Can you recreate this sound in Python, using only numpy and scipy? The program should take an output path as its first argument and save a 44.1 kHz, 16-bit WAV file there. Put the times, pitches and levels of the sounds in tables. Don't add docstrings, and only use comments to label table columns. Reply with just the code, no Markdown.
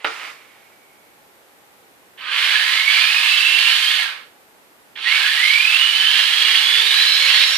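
import sys
import numpy as np
from scipy import signal
from scipy.fft import rfft, irfft, next_fast_len
from scipy.io import wavfile
from scipy.ndimage import uniform_filter1d, map_coordinates

SR = 44100
rng = np.random.default_rng(int(sys.argv[2]) if len(sys.argv) > 2 else 0)


def pcm_store(signal):
    levels = np.round(np.clip(np.atleast_2d(signal), -1, 1) * 32767)
    wavfile.write(sys.argv[1], SR, levels.astype(np.int16).T)


def gain_from_decibels(decibels):
    exponent = np.asarray(decibels, float) / 20
    return 10 ** exponent


N = 333837
TIME_S = np.arange(N) / SR


def unit(x):
    return x / np.sqrt(np.mean(np.abs(x) ** 2) + 1e-20)


def along(points, hz):
    point_hz, value = np.transpose(points)
    return np.interp(np.log(hz + 1), np.log(point_hz + 1), value)


def curves(rows, fade_s=0.011):
    start_s, *columns = np.transpose(rows)
    inside_s = np.minimum(TIME_S - start_s[0], start_s[-1] + fade_s - TIME_S)
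    gate = np.clip(inside_s / fade_s, 0, 1)
    return [gate] + [np.interp(TIME_S, start_s, column) for column in columns]


def wobble(rate_hz):
    return map_coordinates(rng.standard_normal(N // 20), [TIME_S * rate_hz])


def filtered(x, response):
    size = next_fast_len(N + SR // 2)
    hz = np.fft.rfftfreq(size, 1 / SR)
    return irfft(rfft(x, size) * response(hz), size)[..., :N]


def coloured(x, spectrum):
    return unit(filtered(x, lambda hz: gain_from_decibels(along(spectrum, hz))))


def turning(shaft_hz, chatter=1):
    flutter = 0.012
    return np.cumsum(shaft_hz * (1 + flutter * chatter * wobble(45))) / SR


def order(turns, multiple, rough, rate_hz):
    slow = wobble(rate_hz) + 1j * wobble(rate_hz)
    fast = 0.55 * wobble(4 * rate_hz) + 0.6j * wobble(4 * rate_hz)
    error = (1 + rough * (slow + fast)) / np.sqrt(1 + 2 * rough ** 2)
    return unit(np.real(error * np.exp(2j * np.pi * multiple * turns)))


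# centre_hz, width_hz, level_db
HULL_PANELS = [(1076, 200, -5.5), (1328, 32, 1), (1708, 36, 7.5), (1868, 88, 6), (2120, 110, 0),
               (2420, 82, -4.5), (3010, 250, 1.5), (3395, 78, 3.5), (4035, 30, 3), (4480, 320, -0.5)]


def hull(hz):
    response = 1
    for centre_hz, width_hz, level_db in HULL_PANELS:
        damping = 1j * hz * width_hz
        response = response + gain_from_decibels(level_db) * 0.5 * damping / (centre_hz ** 2 - hz ** 2 + damping)
    return response


# hz, level_db (per Hz)
GEAR_SPECTRUM = [(240, -61), (400, -33), (608, -27.5), (939, -17.5), (1410, -10), (1630, -4), (1980, -6),
                 (2140, -0.5), (2930, -1), (4010, -6), (5650, -19), (9690, -20), (14300, -26)]
# start_s, level_db, track_speed (0-1)
RATTLE_BURSTS = [
    [(2.172, -52, .5), (2.184, -39, 0.57), (2.272, -24.5, 0.44), (2.36, -18, 0.76), (3.2, -17, 0.91),
     (3.82, -16.5, 0.97), (4.0, -18.5, 0.8), (4.166, -35, 0.079), (4.3, -58, 0.074)],
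    [(4.953, -37.5, 0.9), (4.977, -33.5, .6), (5.02, -28, 0.94), (5.1, -16, 0.74), (5.48, -19.5, 1.03),
     (6.08, -19, 0.97), (6.84, -16.5, 0.97), (7.22, -17, 0.98), (7.57, -18, 1.02)],
]
DULL_DB, BODY_DB, BRIGHT_DB, FIZZ_DB = -8.5, -4, -17, -27
DULL_GAIN_DB, BRIGHT_GAIN_DB, FIZZ_GAIN_DB = -9.5, 12, 14


def rattle():
    unevenness_db = 2.08 * wobble(260) + 0.37 * wobble(40) + 1.3 * wobble(11)
    teeth = filtered(coloured(rng.standard_normal(N) * gain_from_decibels(unevenness_db), GEAR_SPECTRUM), hull)

    def lowpass(hz, edge_hz):
        return 1 / (1 + (hz / edge_hz) ** 8)

    below = [filtered(teeth, lambda hz: lowpass(hz, edge_hz)) for edge_hz in (1400, 3500, 6000)]
    dull, body, bright = map(unit, np.diff([0 * teeth, *below], axis=0))
    hiss = coloured(rng.standard_normal((2, N)) * gain_from_decibels(0.39 * unevenness_db), GEAR_SPECTRUM)
    fizz = unit(filtered(hiss, lambda hz: 1 - lowpass(hz, 3800))) * gain_from_decibels([[4.2], [2.1]])
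    clash, brush_level = np.zeros(N), np.zeros(N)
    for rows in RATTLE_BURSTS:
        gate, level_db, speed = curves(rows, fade_s=0.0052)
        mix = gain_from_decibels(BODY_DB) * body
        mix = mix + gain_from_decibels(DULL_DB + DULL_GAIN_DB * speed) * dull
        mix = mix + gain_from_decibels(BRIGHT_DB + BRIGHT_GAIN_DB * speed) * bright
        clash += gate * gain_from_decibels(level_db) * mix
        brush_level += gate * gain_from_decibels(level_db + FIZZ_DB + FIZZ_GAIN_DB * speed)
    hold_s = 0.035
    keep = np.exp(-1 / (hold_s * SR))
    return clash, signal.lfilter([1 - keep], [1, -keep], brush_level) * fizz


# start_s, shaft_hz, mesh_db, chatter
NEAR_SPELLS = [
    [(2.2, 139.7, -36, 1.1), (2.45, 190.2, -34, 1), (2.55, 207, -20, 0.61), (2.8, 269, -21.5, 0.58),
     (3.14, 315.4, -22.5, 1.36), (3.24, 324.2, -27, 0.95), (3.31, 329.6, -19.5, 0.29),
     (3.68, 343.8, -20, 0.26), (3.76, 348, -37, 0.51)],
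    [(5.0, 119.7, -52.5, 1), (5.2, 195, -29, 1.07), (5.31, 222.7, -16.5, 0.74), (5.62, 304.4, -18, 0.61),
     (5.83, 364.7, -20.5, 0.74), (6.3, 405.6, -22.5, 1.25), (6.72, 421.2, -21.5, 0.99),
     (7.02, 495.5, -22.5, 1.04), (7.3, 508.4, -26.5, .8)],
]
# start_s, shaft_hz, mesh_db, chatter
NEAR_BREAKS = [
    [(3.97, 285, -32, 1.2), (4.0, 268, -24, 1.2), (4.05, 205, -29, 1.2), (4.12, 190, -40, 1.2)],
    [(7.19, 280, -30, .8), (7.26, 275, -23, .5), (7.32, 385, -21, .5), (7.38, 445, -17, .5),
     (7.43, 485, -17, .4), (7.5, 492, -27, .6)],
]
# shaft_multiple, level_db (re mesh)
NEAR_NEIGHBOURS = [(7, -6), (9, -10), (15, -27), (16, -10)]
# hz, level_db
MOUNT_RESPONSE = [(1100, -11), (1700, -1.5), (1980, -9), (2200, 1), (2600, -1.5), (2870, 2.5), (3600, -6.5),
                  (4000, 2.5)]
# hz, level_db
CASING_RESPONSE = [(2300, -9), (2900, 2), (3400, -9), (4500, -3), (5500, -16)]


def near_motor():
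    mesh, neighbours = np.zeros(N), np.zeros(N)
    for rows in NEAR_SPELLS + NEAR_BREAKS:
        gate, shaft_hz, mesh_db, chatter = curves(rows, fade_s=0.022)
        turns = turning(shaft_hz, chatter)
        level = gate * gain_from_decibels(mesh_db)
        for multiple, level_db in NEAR_NEIGHBOURS:
            neighbours += level * chatter * gain_from_decibels(level_db) * order(turns, multiple, rough=0.63, rate_hz=70)
        beat = 1 + 0.5 * np.cos(2 * np.pi * turns / 6.9 + 1.36 * wobble(12))
        mesh += level * beat * order(turns, multiple=8, rough=chatter, rate_hz=95)
    carried_mesh = filtered(mesh, lambda hz: gain_from_decibels(along(MOUNT_RESPONSE, hz)))
    return carried_mesh + filtered(neighbours, lambda hz: gain_from_decibels(along(CASING_RESPONSE, hz)))


# start_s, shaft_hz, mesh_db, shake_db
FAR_SPELLS = [
    [(2.2, 140, -48, -39), (2.36, 228.3, -26.5, -2), (2.45, 309.4, -45, -14), (2.5, 325, -36, -19.5)],
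    [(3.1, 345, -37, -10), (3.5, 367, -26, 2), (3.65, 369, -23, -6), (3.8, 380, -28, -22),
     (3.88, 400, -22, -8), (3.92, 452, -23, -12), (3.98, 400, -26, -16), (4.05, 340, -43, -24)],
    [(5.045, 222, -24, -10), (5.14, 292, -17, -10), (5.2, 282, -27, -12), (5.28, 275, -38, -6)],
    [(5.7, 329.8, -31, -5), (5.85, 360.3, -18, -1), (6.3, 408, -37, 1), (6.6, 413, -25, 0.5),
     (6.8, 445.7, -24.5, 3), (7.02, 508.5, -24, -4.5), (7.19, 540.5, -31, -5), (7.37, 531, -23, -5),
     (7.57, 553.3, -36, 0)],
]
# shaft_multiple, level_db (re tenth order)
FAR_SIDES = [(2, -17), (5, -3), (12.5, -11)]
# shaft_hz, level_db
HUM_RADIATION = [(250, -12), (340, -1.5), (380, -7), (550, 7)]
HUM_DB, TENTH_DB = -52, -38
TENTH_FOLLOWS = 0.84
TENTH_DB_PER_HZ = 0.0691


def far_motor():
    whine = np.zeros(N)
    for rows in FAR_SPELLS:
        gate, shaft_hz, mesh_db, shake_db = curves(rows, fade_s=0.026)
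        turns = turning(shaft_hz)
        commutator = order(turns, multiple=10, rough=0.3, rate_hz=60)
        for multiple, level_db in FAR_SIDES:
            commutator = commutator + gain_from_decibels(level_db) * order(turns, multiple, rough=0.7, rate_hz=65)
        tenth_db = TENTH_DB + TENTH_FOLLOWS * shake_db + TENTH_DB_PER_HZ * (shaft_hz - 400)
        hum_db = HUM_DB + shake_db + along(HUM_RADIATION, shaft_hz)
        hum = gain_from_decibels(hum_db) * order(turns, multiple=1.0, rough=0.15, rate_hz=22)
        mesh = gain_from_decibels(mesh_db) * order(turns, multiple=8, rough=1.3, rate_hz=95)
        whine += gate * (mesh + gain_from_decibels(tenth_db) * commutator + hum)
    return whine


# pitch_hz, level_db, t60_s (here the time of a 400 dB fall)
CASE_MODES = [(440, -8, 0.58), (760, -4, 0.13), (1390, 10.5, 0.086), (1510, -2, 0.029), (2070, 9, 0.035),
              (2470, 0.5, 0.061), (3200, -15, 0.043)]
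# start_s, level_db
SCRAPE_LEVEL = [
    (0, -44),
    (.042, -45.5),
    (.048, -30.5),
    (.1, -35.5),
    (.19, -34.5),
    (.225, -33.5),
    (.3, -36.5),
    (.34, -48.5),
    (.75, -60),
]
# hz, level_db (per Hz)
RUBBED_SPECTRUM = [(120, -63), (200, -33), (380, -18.5), (1030, -7.5), (1260, -5.5), (1590, -7), (2230, -2),
                   (6400, -22.5), (14300, -33.5)]
# start_s, level_db
CASE_KNOCKS = [
    (.0438, -22),
    (.0458, -3),
    (.0495, -4),
    (.0544, -9),
    (.063, -13),
    (.072, -11),
    (.083, -17),
]


def case():
    knocks, t_s = np.zeros(N), np.arange(SR // 4) / SR
    crack_band = signal.butter(2, [900, 2900], "band", fs=SR)
    for start_s, level_db in CASE_KNOCKS:
        ring = np.zeros(len(t_s))
        for pitch_hz, mode_db, t60_s in CASE_MODES:
            decay_db = mode_db + rng.normal(0, 3) - 400 * t_s / t60_s
            ring += gain_from_decibels(decay_db) * np.sin(2 * np.pi * pitch_hz * t_s)
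        crack = signal.lfilter(*crack_band, rng.standard_normal(len(t_s))) * gain_from_decibels(-60 * t_s / 0.009)
        knocks[round(start_s * SR):][:len(t_s)] += gain_from_decibels(level_db - 18.5) * (ring + 16 * crack)
    gate, level_db = curves(SCRAPE_LEVEL, fade_s=0.0031)
    grit = coloured(rng.standard_normal(N) * gain_from_decibels(1.2 * wobble(149.5)), RUBBED_SPECTRUM)
    light = signal.butter(4, [330, 5200], "band", fs=SR, output="sos")
    return signal.sosfilt(light, knocks) + gate * gain_from_decibels(level_db) * grit


def tick():
    start_s, level_db = np.transpose(CASE_KNOCKS)[:, :, None]
    since_s = TIME_S - start_s
    t60_s = 0.011
    shape = (gain_from_decibels(level_db - 60 * np.abs(since_s) / t60_s) * (since_s > 0)).sum(0)
    noise = gain_from_decibels(-27.5) * shape * rng.standard_normal((2, N))
    return filtered(noise, lambda hz: 1 / (1 + (5000 / (hz + 1)) ** 4))


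# start_s, pitch_hz, level_db
SERVO_WHINE = [
    (.17, 2230, -50),
    (.27, 2230, -44),
    (.36, 2235, -63),
    (.9, 2245, -62),
    (1.16, 2230, -67),
]


def servo():
    gate, pitch_hz, level_db = curves(SERVO_WHINE, fade_s=0.05)
    return gate * gain_from_decibels(level_db) * order(np.cumsum(pitch_hz) / SR, multiple=1, rough=3, rate_hz=160)


# hz, t60_s
WALL_DECAY = [(300, .25), (2000, 0.33), (10000, 0.38)]


def room(x, size=16384):
    out = np.zeros((2, N + 3 * SR))
    window = np.sin(np.pi * np.arange(size) / size)
    padded = np.pad(x, (size // 2, size))
    for start in range(0, N + size // 2, size // 2):
        hz, t_s, z = signal.stft(rng.standard_normal((2, size)), SR, nperseg=256)
        decay = gain_from_decibels(-60 * t_s / along(WALL_DECAY, hz)[:, None])
        tail = signal.istft(z * decay, SR, nperseg=256)[1]
        tail = tail / np.linalg.norm(tail[0])
        piece = signal.fftconvolve((window * padded[start:][:size])[None], tail, axes=1)
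        out[:, start:][:, :piece.shape[1]] += piece
    return out[:, size // 2 - 200:][:, :N]


# hz, left_minus_right_db
PORT_LEAN = [(60, -10.5), (130, -2), (290, -3), (640, 1.5), (1410, -5), (3100, -9), (6820, -3), (15000, 12)]
# hz, room_over_direct_db
ROOM_SHARE = [(300, 1), (1400, 2), (3000, -7), (7000, 19.5)]


def heard(x, lean, lag_s, wet_db):
    side = np.array([[0.5], [-0.5]])

    def wet(hz):
        return gain_from_decibels(along(ROOM_SHARE, hz) + wet_db)

    def ports(hz):
        return gain_from_decibels(side * lean * along(PORT_LEAN, hz))

    def at_ports(hz):
        return 1.743 * ports(hz) / np.hypot(*ports(hz)) * np.exp(2j * np.pi * hz * lag_s * side)

    direct = filtered(x, lambda hz: 1 / np.hypot(1, wet(hz)))
    tail = filtered(room(x), lambda hz: wet(hz) / np.hypot(1, wet(hz)))
    return filtered(direct + tail, at_ports)


# hz, level_db (per Hz)
AIR_SPECTRUM = [(18, -46), (30, -24), (236, -10.5), (348, -8), (417, -7), (717, -9), (837, -5.5),
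                (904, -9.5), (1260, -11), (1520, -10.5), (1680, -12), (1810, -11), (5800, -23),
                (14300, -21)]
# hz, left_right_likeness (-1 to 1)
AIR_LIKENESS = [(60, -0.004), (180, 0.17), (550, 0.64), (1650, -0.21), (4970, 0.011), (15000, 0.14)]
AIR_DB = -53.5


def air():
    def spread(hz):
        turn = np.arccos(np.clip(along(AIR_LIKENESS, hz), -1, 1)) / 2
        return gain_from_decibels(along(AIR_SPECTRUM, hz)) * [np.cos(turn), np.sin(turn)]

    mid, side = filtered(rng.standard_normal((2, N)), spread)
    return gain_from_decibels(AIR_DB + 3.0) * unit(np.array([mid + side, mid - side])) * gain_from_decibels([[-0.5], [0.5]])


def scene():
    clash, brush = rattle()
    motors = heard(near_motor() + far_motor(), lean=1.06, lag_s=4.5e-5, wet_db=-3)
    chassis = motors + heard(clash, lean=1.04, lag_s=4.5e-5, wet_db=1.5) + brush
    handling = heard(case() + servo(), lean=0.91, lag_s=3e-5, wet_db=-2) + tick()
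    return chassis + handling + air()


# hz, level_db (under the whole)
BAND_FLOOR = [(40, -50), (300, -45), (500, -43), (680, -43), (800, -60), (9500, -56), (12200, -45.5),
              (14400, -45)]
TOP_HZ = 14550


def masked(x, width_bins=4):
    hz, _, z = signal.stft(x, SR, "cosine", nperseg=2048)
    power = np.add.reduceat((np.abs(z) ** 2).sum(0), np.arange(0, len(hz), width_bins))
    total = uniform_filter1d(power.sum(0), 3)
    keep = power > total * gain_from_decibels(2 * along(BAND_FLOOR, hz[::width_bins]))[:, None]
    keep = keep[np.arange(len(hz)) // width_bins] & (hz < TOP_HZ)[:, None]
    return signal.istft(z * keep, SR, "cosine", nperseg=2048)[1][:, :N]


def band_limit(x):
    return signal.sosfilt(signal.butter(12, 15770, fs=SR, output="sos"), x)


def record(dry):
    ceiling = dry / (1 + np.abs(dry / 1.02) ** 12) ** (1 / 12)
    mix = masked(ceiling)
    return band_limit(mix)


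dry = scene()
out = record(dry)
pcm_store(out)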